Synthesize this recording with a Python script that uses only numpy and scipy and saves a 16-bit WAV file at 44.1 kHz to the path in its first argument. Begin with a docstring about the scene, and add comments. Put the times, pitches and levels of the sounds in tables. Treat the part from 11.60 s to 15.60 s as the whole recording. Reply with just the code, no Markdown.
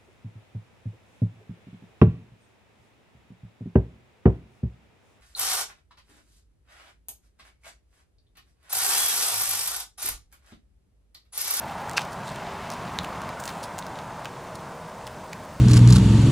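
"""Dry clicks, knocks and rustles of a peacock's fanned train, close up, as it turns on a concrete drive.
Stiff quills skid and knock together, vanes brush over each other in short strokes, and barbs unhook
with tiny ticks; the yard adds a short, dull scatter. Behind the bird the roar of distant traffic swells
and fades over a low rumble, open-air hiss and the faint hum of far engines."""
import sys
import numpy as np
from scipy import signal
from scipy.fft import rfft, irfft
from scipy.io import wavfile
from scipy.ndimage import uniform_filter1d

SR = 44100
rng = np.random.default_rng(int(sys.argv[2]) if len(sys.argv) > 2 else 0)


def generate_wav(sig):
    """Save sig (samples, or channels by samples) to the path in sys.argv[1] as 16-bit PCM at SR."""
    pcm = np.round(np.clip(np.atleast_2d(sig).T, -1, 1) * 32767).astype(np.int16)
    wavfile.write(sys.argv[1], SR, pcm)


N = 176400
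QUILL_LOW_HZ = 970  # thin quills radiate little below this
# modes of a thick and a thin quill shaft: pitch_hz, gain_db, t60_s
THICK_SHAFT = [(1240, -15, 0.0067), (1600, -1.5, 0.0072), (2230, 2, 0.0037), (2500, -1.5, 0.011),
               (5000, -0.5, .0025)]
THIN_SHAFT = [(2180, -9, 0.0043), (3850, 2, 0.0037), (5900, -7, 0.0017)]


def amp(db):
    """Decibels to gain."""
    return 10 ** (np.asarray(db) / 20)


def unit(x):
    """Scales to rms 1."""
    return x / np.sqrt(np.mean(x ** 2) + 1e-20)


def colour(x, points):
    """EQ curve through (freq_hz, gain_db) points."""
    freq_hz, gain_db = np.transpose(points)
    hz = np.fft.rfftfreq(len(x), 1 / SR)
    return irfft(rfft(x) * amp(np.interp(np.log(hz + 1), np.log(freq_hz + 1), gain_db)), len(x))


def fader(points):
    """Gain ride through (time_s, level_db) points."""
    return amp(np.interp(np.arange(N) / SR, *np.transpose(points)))


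def drift(rate_hz):
    """Smooth random motion of rms 1, mostly slower than rate_hz."""
    hz = np.fft.rfftfreq(N, 1 / SR)
    return unit(irfft(rfft(rng.standard_normal(N)) * (hz > 0) / (1 + (hz / rate_hz) ** 4), N))


def add(mix, start_s, sound):
    """Mixes a sound in at start_s."""
    part = mix[max(round(start_s * SR), 0):][:len(sound)]
    part += sound[:len(part)]


def noise_bed(eq, patch_db=1.23):
    """Coloured noise whose level drifts in patches of time and frequency."""
    spectrum = signal.stft(rng.standard_normal(N), nperseg=1024, noverlap=768)[2]
    patches = uniform_filter1d(rng.standard_normal(spectrum.shape), size=5, axis=0)
    patches = unit(uniform_filter1d(patches, size=20, axis=1))
    noise = signal.istft(spectrum * amp(patch_db * patches), nperseg=1024, noverlap=768)[1][:N]
    return unit(colour(noise, eq))


def barb_slips(per_s, spread_db):
    """Tiny random slips of barb over barb, a few of them large."""
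    size = amp(spread_db * np.minimum(rng.exponential(1, N), 4))
    return unit(size * rng.choice([-1., 1.], N) * (rng.random(N) < per_s / SR))


def mic_hiss():
    """The faint self-noise of the microphones."""
    # hiss colour: freq_hz, gain_db
    hiss_eq = [(350, -4), (1000, -29), (2200, -18), (5000, 7), (10000, 3.5), (15000, -5)]
    return amp(-66) * unit(colour(rng.standard_normal(N), hiss_eq))


def ambience():
    """Distant traffic roars over a rumble of wind and engines and the even hiss of open air."""
    # swells of the roar and the rumble: time_s, level_db
    traffic_ride = [(0, -37.5), (.35, -36), (.6, -37.5), (1.55, -35.5), (2.2, -39), (2.7, -40.5), (4, -44)]
    rumble_ride = [(0, -41), (.8, -42), (1.35, -38), (1.8, -42.5), (4, -45.5)]
    # colours of the roar, the rumble and the air: freq_hz, gain_db
    traffic_eq = [(100, -33), (500, -6.5), (625, 1), (1000, 0.5), (1550, -6), (1900, -12), (6000, -52)]
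    rumble_eq = [(18, -24.5), (62, -5.5), (100, -1.5), (180, 1), (290, -8.5), (1500, -37.5)]
    air_eq = [(100, 0.5), (540, 13), (1500, -7), (6000, -7.5), (9000, -10.5), (11500, -22.5), (15000, -23)]
    traffic = fader(traffic_ride) * noise_bed(traffic_eq)
    rumble = fader(rumble_ride) * noise_bed(rumble_eq)
    return traffic + rumble + amp(-47) * noise_bed(air_eq)


def engine_hum():
    """Faint wavering tones of far engines come and go."""
    # engine tones: peak_s, half_length_s, level_db, pitch_hz, waver_hz
    engines = [(1.6, 1.54, -54.5, 158, 4.08), (0.97, 0.27, -50, 396, 1.2), (3.04, .4, -52.5, 474, 1.4),
               (3.4, 0.87, -50, 630, 17.7)]
    out, t = np.zeros(N), np.arange(N) / SR
    for peak_s, half_length_s, level_db, pitch_hz, waver_hz in engines:
        swell = np.exp(-.5 * ((t - peak_s) / half_length_s) ** 2)
        phase = 2 * np.pi * np.cumsum(pitch_hz + waver_hz * drift(rate_hz=12.4)) / SR
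        out += np.sqrt(2) * amp(level_db) * swell * np.sin(phase)
    return out


def tyres(width_hz=294):
    """Tyres sing in a band of noise whose centre shifts as the cars pass."""
    # the singing band: time_s, level_db, centre_hz
    tyre_song = [(.2, -40, 847.4), (.75, -47, 952.6), (1.5, -42.5, 1061), (2.1, -42.5, 900.6),
                 (2.8, -47.5, 940.4), (4, -50, 950)]
    time_s, level_db, centre_hz = np.transpose(tyre_song)
    t = np.arange(N) / SR
    band = drift(width_hz / 2) + 1j * drift(width_hz / 2)
    carrier = np.exp(2j * np.pi * np.cumsum(np.interp(t, time_s, centre_hz)) / SR)
    return amp(np.interp(t, time_s, level_db)) * (band * carrier).real


def yard(x, wet_db=-15, t60_s=0.14, damping_hz=5000):
    """Adds a short dull scatter from the drive, hedge and walls."""
    t = np.arange(SR // 3) / SR
    tail = rng.standard_normal(len(t)) * np.exp(-np.log(1000) * t / t60_s)
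    tail = signal.lfilter(*signal.butter(1, damping_hz, fs=SR), tail)
    return x + amp(wet_db) * signal.fftconvolve(x, tail / np.linalg.norm(tail))[:N]


def barb_crackle(low_cut_hz=8200):
    """Single barbs unhook with sparse, bright ticks."""
    # strength of the crackle: time_s, level_db
    crackle_ride = [(0, -54.5), (1.4, -73), (4, -59.5)]
    highpass = signal.butter(2, low_cut_hz, "high", fs=SR)
    return fader(crackle_ride) * unit(signal.lfilter(*highpass, barb_slips(per_s=200, spread_db=2.5)))


def train_rustle(flutter_db=1.04):
    """The whole train whispers with slipping barbs while the bird turns."""
    # strength of the rustle: time_s, level_db
    rustle_ride = [(0, -47.5), (.48, -50.5), (.8, -45.5), (1.4, -47.5), (2.3, -51.5), (4, -57)]
    # its papery colour: freq_hz, gain_db
    rustle_eq = [(300, -23), (1200, 2.5), (2200, 11), (4000, 3), (7000, -5.5), (12000, -24)]
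    slips = barb_slips(per_s=3500, spread_db=2.5) * amp(flutter_db * drift(rate_hz=19))
    return fader(rustle_ride) * unit(colour(slips, rustle_eq))


def vane_brushes(width_octaves=0.81, fizz_db=-23, ring_db=3, shaft_q=4.8, clump_db=3):
    """Vane brushes vane: each stroke is a swell of slips, coloured by the shaft that it rubs."""
    # brush strokes: peak_s, fall_s, level_db, bright_hz
    strokes = [(0.374, 0.0062, -25, 2820), (.412, 0.02, -38.5, 3000), (0.524, 0.012, -46, 4170),
               (0.693, 0.04, -44, 3860), (1.120, 0.008, -39.5, 4570), (1.446, 0.0062, -44, 4200),
               (1.802, 0.0055, -36.5, 7460), (1.856, 0.024, -44, 7750), (1.894, 0.012, -37, 1740),
               (1.98, 0.16, -55.5, 8100), (2.038, 0.0083, -35, 4780), (2.190, 0.0042, -36, 6800),
               (2.391, 0.0035, -35.5, 1260), (2.657, 0.0023, -34, 2440), (2.956, 0.0046, -41, 4560),
               (3.471, 0.0068, -48, 3880), (3.731, 0.0037, -37, 2200)]
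    # the barbs catch and let go in clumps
    slips = barb_slips(per_s=9100, spread_db=3) * amp(clump_db * drift(rate_hz=170))
    out, size = np.zeros(N), 2 ** 15
    hz = np.fft.rfftfreq(size, 1 / SR) + 1
    fizz = amp(fizz_db) * hz / (hz + QUILL_LOW_HZ)
    for peak_s, fall_s, level_db, bright_hz in strokes:
        span = round(peak_s * SR) - size // 2 + np.arange(size)
        ratio = hz / bright_hz
        bright_band = np.exp(-.5 * (np.log2(ratio) / width_octaves) ** 2)
        # the shaft resonates at the band's centre and an octave above
        ring = sum(amp(ring_db) / k / (1 + 1j * shaft_q * (ratio / k - k / ratio)) for k in (1, 2))
        rub = irfft(rfft(np.take(slips, span, mode="wrap")) * (bright_band + fizz + ring))
        past_peak = (span / SR - peak_s) / fall_s
        swell = np.exp(-np.minimum(past_peak, 0) ** 2 - np.maximum(past_peak, 0))
        add(out, span[0] / SR, amp(level_db) * swell * unit(rub))
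    return out


def quill_click(level_db, pitch_hz, decay_cycles=1.28, snap_hz=11800, chatter_s=0.0021):
    """One quill skids off another: a slip and a brief chatter, each with a snap and a very short ring."""
    t = np.arange(400) / SR
    ring = np.exp(-t * pitch_hz / decay_cycles) * np.sin(2 * np.pi * pitch_hz * t)
    snap = np.exp(-2 * np.pi * snap_hz * abs(t - 1 / SR))
    # snap and chatter grow more slowly than the ring, so hard blows are cleaner
    snap_db, chatter_db = -8.5 + 0.45 * level_db, -21 - 0.55 * level_db
    slips = rng.standard_normal(len(t)) * np.exp(-t / chatter_s)
    slips *= amp(chatter_db) / np.linalg.norm(slips)
    slips[0] = 1  # the first slip
    return np.convolve(slips, amp(level_db) * ring + amp(snap_db) * snap)


def shaft_knock(level_db, modes):
    """Shaft strikes shaft and rings in a few fast-dying modes."""
    t = np.arange(2000) / SR
    return sum(amp(level_db + gain_db) * np.exp(-np.log(1000) * t / t60_s) * np.sin(2 * np.pi * hz * t)
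               for hz, gain_db, t60_s in modes)


def quills():
    """Stiff quills meet in light skidding clicks and in knocks that ring a whole shaft."""
    # quill skids: start_s, level_db, pitch_hz
    clicks = [(0.2959, -21.5, 8000), (0.3135, -27, 8500), (.3341, -31, 7500), (0.3714, -15, 6200),
              (0.3764, -7, 4500), (0.3938, -20, 3620), (.4177, -27, 5600), (0.451, -36, 6200),
              (0.531, -37, 8100), (.7600, -34, 11000), (1.1029, -19, 6200), (1.1370, -30, 6844),
              (1.4343, -29, 3300), (1.4464, -20, 2950), (1.6185, -30, 6900), (1.6910, -31, 4900),
              (1.8390, -25, 7000), (1.8556, -20, 7700), (1.8772, -19, 4500), (1.8794, -20, 6500),
              (1.8926, -27, 5000), (2.183, -28, 7700), (2.1887, -17, 7000), (2.2667, -32.5, 5500),
              (2.6472, -30, 4607), (2.6553, -32, 5060), (3.4693, -28, 5170), (3.4760, -27.5, 2940),
              (3.7318, -32, 6500)]
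    # blows of shaft on shaft: start_s, level_db, modes
    knocks = [(.3801, -10, THICK_SHAFT), (1.3882, -11, THIN_SHAFT), (2.2255, -28, THIN_SHAFT),
              (2.3570, -34.5, THIN_SHAFT), (2.3890, -30, THIN_SHAFT), (2.6560, -29.5, THICK_SHAFT),
              (3.7322, -32, THICK_SHAFT)]
    out = np.zeros(N)
    for start_s, level_db, pitch_hz in clicks:
        add(out, start_s, quill_click(level_db, pitch_hz))
    for start_s, level_db, modes in knocks:
        add(out, start_s, shaft_knock(level_db, modes))
    return signal.sosfilt(signal.butter(2, QUILL_LOW_HZ, "high", fs=SR, output="sos"), out)


def scene():
    """Feathers and background sit in the centre; only the microphones' own hiss has width."""
    feathers = quills() + vane_brushes() + train_rustle() + barb_crackle()
    mid = yard(feathers) + ambience() + tyres() + engine_hum()
    side = mic_hiss()
    return np.array([mid + side, mid - side])


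def record(dry):
    """The microphone port notches the high treble, and a steep low-pass cuts it at 16 kHz."""
    # microphone colour: freq_hz, gain_db
    mic_eq = [(11000, -0.5), (12000, -11.5), (12550, -27), (13200, -3.5), (15200, 1), (15700, -10)]
    heard = np.array([colour(channel, mic_eq) for channel in dry])
    lowpass = signal.firwin(511, 16000, window=("kaiser", 9), fs=SR)
    return signal.oaconvolve(heard, lowpass[None], "same")


dry = scene()
out = record(dry)
generate_wav(out)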